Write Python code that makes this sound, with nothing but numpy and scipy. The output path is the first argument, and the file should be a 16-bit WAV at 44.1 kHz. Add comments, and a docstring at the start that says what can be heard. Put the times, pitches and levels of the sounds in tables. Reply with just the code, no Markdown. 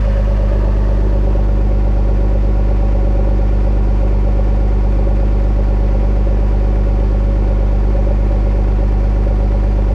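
"""A deep, steady drone with thuds, barks and rasp: a cold six-cylinder turbo diesel idling in a driveway,
heard close beside the tailpipe. Fifty firings a second drive the drone, and the uneven cylinders ring
the pipe, the hardest as coughs. Above it, ticking engine parts clatter and escaping gas hisses.
At first the tone shifts as the microphone is lowered beside the wheel, and two tiny snaps sound."""
import sys
import numpy as np
from scipy import signal
from scipy.fft import rfft, irfft
from scipy.io import wavfile
from scipy.ndimage import uniform_filter1d

SR = 44100
rng = np.random.default_rng(int(sys.argv[2]) if len(sys.argv) > 2 else 0)


def wrap_up_sound(samples):
    """Save the sound to the file named by the first command line argument, as 16-bit audio."""
    columns = np.atleast_2d(samples).T
    # keep every value between -1 and 1, then stretch to whole-number steps
    tamed = np.clip(columns, -1, 1)
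    steps = np.round(tamed * 32767).astype(np.int16)
    wavfile.write(sys.argv[1], SR, steps)


N = 438354
TIME = np.arange(N) / SR
BINS = np.fft.rfftfreq(8192, 1 / SR)

# each cylinder's voice, in firing order: (thud pitch [Hz], thud level [dB], thud lag [firings], thud swell [s],
# bark level [dB], bark lag [firings], bark scatter [dB], unused level [dB], knock level [dB], knock lag
# [firings], which the rasp also reads as its gust level [dB])
CYLINDERS = [(347, 5.5, 0.202, 0.0035, -34, 0.372, 0.5, 1, -29.5, .13),
             (330, -5.5, 0.322, 0.0089, -24.5, 0.513, 2.5, 1, -30, 0.1936),
             (363, 4.5, 0.373, 0.0049, -26, 0.5106, 2.5, 0, -42.5, .2),
             (285, 3.5, 0.13, 0.0036, -24, 0.398, -0.5, 0, -30, 0.199),
             (370.3, 1.2, 0.483, 0.0047, -21, 0.5264, 3.5, 0, -34.5, .13),
             (392, 4.5, 0.296, 0.0023, -31, 0.531, 0, 0, -32.5, 0.135)]
# the drifting idle: (time [s], speed [firings/s])
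IDLE = [(0.0, 50.453), (1.05, 50.014), (1.27, 50.364), (1.36, 50.052), (3.45, 50.006), (5.78, 50.085),
        (6.33, 49.755), (6.6, 50.407), (7.41, 49.794), (7.82, 49.935), (8.53, 50.25), (8.78, 49.789),
        (9.4, 50.298), (9.94, 49.783)]


def amp(db):
    """Decibels to gain."""
    return 10 ** (np.asarray(db) / 20)


def unit(x):
    """Scales to rms 1."""
    return x / np.sqrt(np.mean(x ** 2) + 1e-20)


def curves(rows):
    """Turns each column of a time table into an automation curve."""
    times, *columns = np.transpose(rows)
    return [np.interp(TIME, times, column) for column in columns]


def add(mix, time, sound):
    """Mixes a sound in, centred on a time in seconds."""
    at = round(time * SR) - len(sound) // 2 + np.arange(len(sound))
    inside = (at >= 0) & (at < N)
    mix[at[inside]] += sound[inside]


def wander(rate_hz):
    """Smooth random drift of rms 1, rolling off above the given rate."""
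    hz = np.fft.rfftfreq(N, 1 / SR)
    return unit(irfft(rfft(rng.standard_normal(N)) * np.exp(-(hz / rate_hz) ** 2), N))


def resonate(x, gain):
    """Minimum-phase EQ, a gain per bin, so each resonance rings after its cause; the result has rms 1."""
    log_gain = np.log(gain + 1e-5)
    mirrored = np.r_[log_gain, log_gain[-2:0:-1]]
    taps = np.fft.ifft(np.exp(np.conj(signal.hilbert(mirrored)))).real
    return unit(signal.oaconvolve(x, taps)[:N])


def metal_colour(x, spectrum, ripple_db):
    """A broad tone curve with the metal's rings on top; ripple stands for many small, close modes."""
    # narrow rings and hollows of the metalwork: (frequency [Hz], width [Hz], lift [dB])
    rings = [(700, 22, 0), (1570, 60, -0.5), (2040, 59, -2), (2170, 44, 4.5), (2360, 38, 5),
             (2450, 37, 2.5), (2670, 29, 4), (2850, 150, -1), (3540, 31, 3.5), (3960, 80, -1.5),
             (4410, 140, 4.5), (4500, 25, 2.5), (4870, 41, 3.5), (4760, 50, 3.5), (5860, 30, 1.5)]
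    points_hz, points_db = np.transpose(spectrum)
    broad_db = np.interp(np.log(BINS + 1), np.log(points_hz), points_db)
    rings_db = sum(lift * np.exp(-((BINS - hz) / width) ** 2) for hz, width, lift in rings)
    ripple = unit(uniform_filter1d(rng.standard_normal(len(BINS)), size=8))
    return resonate(x, amp(broad_db + rings_db + ripple_db * ripple))


def crank_angle(start_firings=.3845, hunt_hz=1.11, hunt_firings_per_s=.205, crest_s=-.022):
    """Crank angle in firings: the governor hunts evenly around the drifting idle speed."""
    speed = curves(IDLE)[0] + hunt_firings_per_s * np.cos(2 * np.pi * hunt_hz * (TIME - crest_s))
    return start_firings + np.cumsum(speed) / SR


def drone(crank, waver=0.046, firing_lag=0.24, bank_lag=0.5183, low_cut_lead_rad=1.54):
    """A pulse at every firing, a swing between the two manifold halves, and weak partials between."""
    # engine orders: (frequency [multiples of the six-firing cycle], level [dB])
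    partials = [(3, -62), (4, -50), (5, -49), (6, -12.5), (7, -47), (9, -36), (10, -45.5), (11, -43.5),
                (12, -24.5), (13, -59.5), (14, -53), (15, -33.5), (16, -57), (18, -36.5), (20, -40.5),
                (21, -39.5), (22, -44.5), (24, -30), (25, -38), (27, -48.5), (28, -42), (29, -50.5),
                (33, -41.5), (53, -48), (54, -47), (68, -43.5), (89, -51.5), (90, -52), (95, -51),
                (113, -49.5), (116, -50), (132, -52), (134, -55.5)]
    count = len(CYLINDERS)
    out = np.zeros(N)
    unsteady = 1 + waver * wander(23)
    for (order, db), chance in zip(partials, rng.random(len(partials))):
        lag = {0: firing_lag, count // 2: bank_lag}.get(order % count, count * chance)
        # the microphone's low cut advances the firing tone
        phase = 2 * np.pi * order * (crank - lag) / count + low_cut_lead_rad * (order == count)
        out += amp(db) * np.cos(phase) * (unsteady if order > 2 * count else 1)
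    return np.sqrt(2) * out


def puff(hz, swell_s, linger=1):
    """A pressure wave swells in one pipe resonance and takes linger times as long to die."""
    t = np.arange(-SR // 40, SR // 40) / SR
    envelope = np.exp(-(t / np.where(t < 0, swell_s, swell_s * linger)) ** 2)
    return -envelope * np.cos(2 * np.pi * hz * t)


def blowdowns(crank, bark_lift_db, thud_db=-28.5, thud_detune=.008, thud_jitter_s=.00005,
              echo_s=.00976, echo_gain=.3, bark_hz=557, bark_detune=.009, jitter_s=.00012,
              knock_scatter_db=2.0, cough_thud_db=2.0, crack_db=-17):
    """Each opening exhaust valve sends a knock, a thud and a bark down the pipe; hard firings cough."""
    # the hardest firings, standing out of the idle: (time [s], level [dB])
    coughs = [(0.082, -17), (0.161, -18), (0.201, -15.5), (0.32, -19), (0.4, -17.5), (0.44, -18),
              (0.52, -20), (0.559, -19), (0.64, -19), (0.679, -18), (0.919, -17), (1.159, -19.5),
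              (1.278, -16.5), (1.358, -17), (1.399, -18), (1.715, -18.5), (1.878, -19), (1.995, -21),
              (2.117, -22), (2.357, -17), (2.597, -19.5), (2.716, -18), (2.836, -20), (2.957, -17.5),
              (3.077, -18.5), (3.157, -19), (3.197, -16.5), (3.275, -18.5), (3.395, -21), (3.676, -17.5),
              (4.273, -18), (4.395, -15.5), (4.996, -17.5), (5.074, -18), (5.116, -18), (5.193, -21),
              (5.594, -16.5), (5.956, -16.5), (6.275, -17), (7.03, -20.5), (7.63, -20), (7.952, -17),
              (8.073, -17.5), (8.31, -20), (8.354, -19), (8.473, -18), (8.834, -17.5), (9.272, -17.5),
              (9.312, -16.5), (9.792, -18.5)]
    cough_s, cough_db = np.transpose(coughs)
    thuds, knocks_and_barks = np.zeros((2, N))
    firings = np.arange(int(crank[-1]) + 1)
    starts = np.interp(firings, np.r_[0, crank], np.r_[-crank[0] / IDLE[0][1], TIME])
    period = np.mean(np.diff(starts))
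    for firing, start, luck in zip(firings, starts, rng.standard_normal((len(starts), 8))):
        (thud_hz, size_db, thud_lag, swell_s, bark_db, bark_lag, scatter_db, _,
         knock_db, knock_lag) = CYLINDERS[firing % len(CYLINDERS)]
        hard = abs(cough_s - start - period / 2) < period / 2

        knock = amp(knock_db + knock_scatter_db * luck[6]) * puff(hz=900, swell_s=.0013)
        add(knocks_and_barks, start + knock_lag * period + jitter_s * luck[7], knock)

        thud_gain = amp(thud_db + size_db + luck[0] + cough_thud_db * hard.any())
        thud = thud_gain * puff(thud_hz * (1 + thud_detune * luck[1]), swell_s, linger=1.37)
        thud_s = start + thud_lag * period + thud_jitter_s * luck[2]
        add(thuds, thud_s, thud)
        add(thuds, thud_s + echo_s, echo_gain * thud)  # back from the far end of the pipe

        pitch = bark_hz * (1 + bark_detune * luck[3])  # the pipe's main resonance
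        if hard.any():  # a cough also excites the next resonance up
            crack = amp(crack_db) * puff(hz=760, swell_s=.0041)
            bark = amp(cough_db[hard][0]) * (puff(pitch, swell_s=.0069) + crack)
        else:
            lift_db = bark_lift_db[max(int(start * SR), 0)]
            bark = amp(bark_db + scatter_db * luck[4] + lift_db) * puff(pitch, swell_s=.0067)
        add(knocks_and_barks, start + bark_lag * period + jitter_s * luck[5], bark)
    return thuds, knocks_and_barks


def pipe_notch(x, hz=616, width_hz=24):
    """The pipe cancels a narrow band just above its main resonance, hollowing out the barks."""
    return signal.lfilter(*signal.iirnotch(hz, hz / width_hz, fs=SR), x)


def rasp(crank, level_db=-32.0, locked=0.38, lag_firings=0.084, decay_firings=0.093, floor=0.83):
    """Turbulent gusts ring the pipe; the locked share of their grain repeats every engine cycle."""
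    # tailpipe resonances: (frequency [Hz], half width [Hz], relative level [dB])
    pipe_modes = [(208, 22, -4), (235, 20, 3.5), (317, 22, 5), (386.7, 28, 8), (427, 25, -0.5),
                  (490, 10, 8.5), (555.7, 18.8, 8), (653.5, 28, -2.5), (736.5, 11.2, 5.5), (777, 22, 2.5),
                  (834, 15, -2), (881, 15, -2), (947, 7.9, -1.5), (971.5, 12.2, -2), (1120, 42, -8.5),
                  (1265, 8.8, -14), (1377, 24, -9), (1447, 26, -10.5)]
    orders = np.arange(2647)
    grain = irfft(np.exp(2j * np.pi * rng.random(len(orders))) * (orders >= 74))
    position = crank / len(CYLINDERS) % 1 * len(grain)
    looped = unit(np.interp(position, np.arange(len(grain)), grain))
    turbulence = np.sqrt(locked) * looped + np.sqrt(1 - locked) * rng.standard_normal(N)
    angle = crank - lag_firings
    cylinder = np.floor(angle).astype(int) % len(CYLINDERS)
    strength = amp(np.array(CYLINDERS)[cylinder, -1])  # the last column as dB: nearly even gusts
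    gusts = strength * (floor + np.exp(-(angle % 1) / decay_firings))
    power = sum((amp(db) / (1 + ((BINS - hz) / width) ** 2)) ** 2 for hz, width, db in pipe_modes)
    return amp(level_db) * resonate(turbulence * gusts, np.sqrt(power))


def ground_bounce(x, delay_ms=1.89):
    """The reflection off the ground combs the sound while the microphone is high."""
    # the reflection fading as the microphone sinks: (time [s], gain [share of the direct sound])
    bounce = [(0, .55), (1, .5), (1.6, 0)]
    share = curves(bounce)[0]
    reflection = np.interp(TIME - delay_ms / 1000, TIME, x)
    return (x + share * reflection) / np.hypot(1, share)


def clatter(crank, echo_ms, level_db=-43.5, ticks_per_cycle=168, spread_db=2.0, scatter_db=3.0,
            jitter_s=.00009, rattle=0.12, rattle_decay_s=0.011, echo_gain=0.1):
    """Injectors, valves and gears tick at fixed crank angles and ring the block."""
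    # two accents in each cycle: (crank angle [firings], half width [firings], lift [dB])
    swells = [(.85, 0.28, 3.5), (2.9, .24, 6)]
    # tone of the engine block: (frequency [Hz], relative level [dB])
    block_tone = [(300, -29), (700, -8), (1000, 2.5), (1300, 3.5), (1560, -0.5), (1760, 2), (2050, 0.5),
                  (2330, -2), (2700, -4), (3200, -9.5), (3900, -17.5), (4600, -18), (7000, -22.5),
                  (14000, -39)]
    cycles = np.arange(-1, crank[-1] / len(CYLINDERS))[:, None]
    pattern = (np.arange(ticks_per_cycle) + rng.random(ticks_per_cycle)) / ticks_per_cycle
    angles = len(CYLINDERS) * (cycles + pattern)
    times = np.interp(angles, crank, TIME, left=-1, right=-1)
    times += jitter_s * rng.standard_normal(angles.shape)
    polarity = rng.choice([-1, 1], ticks_per_cycle)
    tick_db = spread_db * rng.standard_normal(ticks_per_cycle)
    tick_db = tick_db + scatter_db * rng.standard_normal(angles.shape)
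    in_cycle = angles % len(CYLINDERS)
    swell_db = sum(db * np.exp(-((in_cycle - angle) / width) ** 2) for angle, width, db in swells)
    size = polarity * amp(tick_db + swell_db)
    heard = (times > 0) & (times < TIME[-1])
    ticks = np.bincount((times[heard] * SR).astype(int), size[heard], N)
    # the ticks scatter under the truck, smeared in time with a flat spectrum
    t = TIME[:SR // 20]
    underbody = rattle * rng.standard_normal(len(t)) * np.exp(-t / rattle_decay_s) + (t == 0)
    underbody = irfft(np.exp(1j * np.angle(rfft(underbody))))
    block = metal_colour(signal.oaconvolve(ticks, underbody)[:N], block_tone, ripple_db=1.13)
    body_echo = np.interp(TIME - echo_ms / 1000, TIME, block)
    return amp(level_db) * unit(block + echo_gain * body_echo)


def hiss(crank, level_db=-49.0, throb=0.11, flutter_db=.5, flutter_hz=40, sway_hz=.6):
    """Gas streams from the pipe, throbbing with the firings; its colour drifts as the microphone sways."""
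    # tone of the escaping gas: (frequency [Hz], relative level [dB])
    gas_tone = [(20, -7.5), (60, 9), (110, 9), (300, -0.5), (1000, 8), (2400, 3), (3200, 0.5), (3900, 1.5),
                (4500, -0.8), (5700, -1), (7000, -11), (9000, -16), (12000, -22), (15000, -26)]
    flow = (1 + throb * np.cos(2 * np.pi * crank)) * amp(flutter_db * wander(flutter_hz))
    sway = wander(sway_hz)
    gas = sum(share * metal_colour(rng.standard_normal(N), gas_tone, ripple_db=1.5)
              for share in (np.cos(sway), np.sin(sway)))
    return amp(level_db) * gas * flow


def wheel_shadow(x, mid_db, band_hz=(800, 1700), rest_follows=0.4):
    """The midrange is stronger until the wheel screens the engine; the other bands follow in part."""
    midrange = signal.sosfiltfilt(signal.butter(2, band_hz, "band", fs=SR, output="sos"), x)
    return amp(mid_db) * midrange + amp(rest_follows * mid_db) * (x - midrange)


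def passing_resonances(x):
    """Resonances come and go as the microphone travels down past the bodywork."""
    # standing waves and hollows beside the truck:
    # (time [s], half length [s], frequency [Hz], width [Hz], lift [dB])
    standing_waves = [(0.11, 0.4, 290, 30, -4.5), (.5, .5, 1700, 100, 4), (0.65, 0.7, 490, 27, -6),
                      (.6, 0.61, 645, 36, 9), (.5, .55, 765, 31, -4.5), (0.82, 0.44, 880, 54, 7),
                      (0.65, 0.34, 1200, 29, 8), (0.49, 0.54, 1400, 35, -12), (.8, 0.17, 1900, 45, 8),
                      (0.89, .6, 2270, 190, -6.5), (.2, 0.56, 2890, 110, 5.5)]
    f, t, spectra = signal.stft(x, SR, nperseg=2048, noverlap=1536)
    lift_db = sum(db * np.exp(-((t - time) / length) ** 2 - ((f[:, None] - hz) / width) ** 2)
                  for time, length, hz, width, db in standing_waves)
    return signal.istft(spectra * amp(lift_db), SR, nperseg=2048, noverlap=1536)[1][:N]


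def snaps(decay_s=.0008):
    """Tiny dry clicks, each a spike of bright noise."""
    # small snaps by the microphone: (time [s], peak level [dB])
    clicks = [(.312, -47), (.437, -59)]
    out = np.zeros(N)
    t = np.arange(-SR // 200, SR // 200) / SR
    for time, db in clicks:
        click = np.diff(rng.standard_normal(len(t) + 1)) * np.exp(-abs(t) / decay_s)
        add(out, time, amp(db) * click / abs(click).max())
    return out


def scene():
    """One crank angle drives every engine layer; the balance shifts with the microphone's position."""
    # the microphone's way down: (time [s], thud lift [dB], bark lift [dB],
    # midrange lift of clatter and hiss [dB], delay of the echo off the body [ms])
    approach = [(0, -12, 3, 7.5, 4), (.3, -3, -1.5, 5, 5.5), (.55, 3.5, 0.5, 4, 5.3), (.8, 2, -8, 3, 5),
                (1.05, 5, -0.5, 2.5, 4.9), (1.55, 2, -2.5, -0.5, 5.5), (2.2, 3.5, 0, 0, 5.38),
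                (4.2, 2.5, -2.5, 0, 5.6), (6.3, 2.5, -0.5, 0.5, 5.8), (9.94, 2.5, -3.5, 1, 6.2)]
    thud_db, bark_db, mid_db, echo_ms = curves(approach)
    crank = crank_angle()
    thuds, knocks_and_barks = blowdowns(crank, bark_db)
    exhaust = drone(crank) + amp(thud_db) * thuds + pipe_notch(knocks_and_barks)
    exhaust += ground_bounce(rasp(crank))
    top_layer = wheel_shadow(clatter(crank, echo_ms) + hiss(crank), mid_db)
    return (passing_resonances(exhaust + top_layer) + snaps())[None]


def record(dry, fade_s=.002, cutoff_hz=15200):
    """Short fades at both ends and a steep cut of the top treble."""
    fades = np.minimum(1, np.minimum(TIME, TIME[-1] - TIME) / fade_s)
    lowpass = signal.firwin(511, cutoff_hz, window=("kaiser", 9), fs=SR)
    return signal.oaconvolve(dry * fades, lowpass[None], "same")


dry = scene()
out = record(dry)
wrap_up_sound(out)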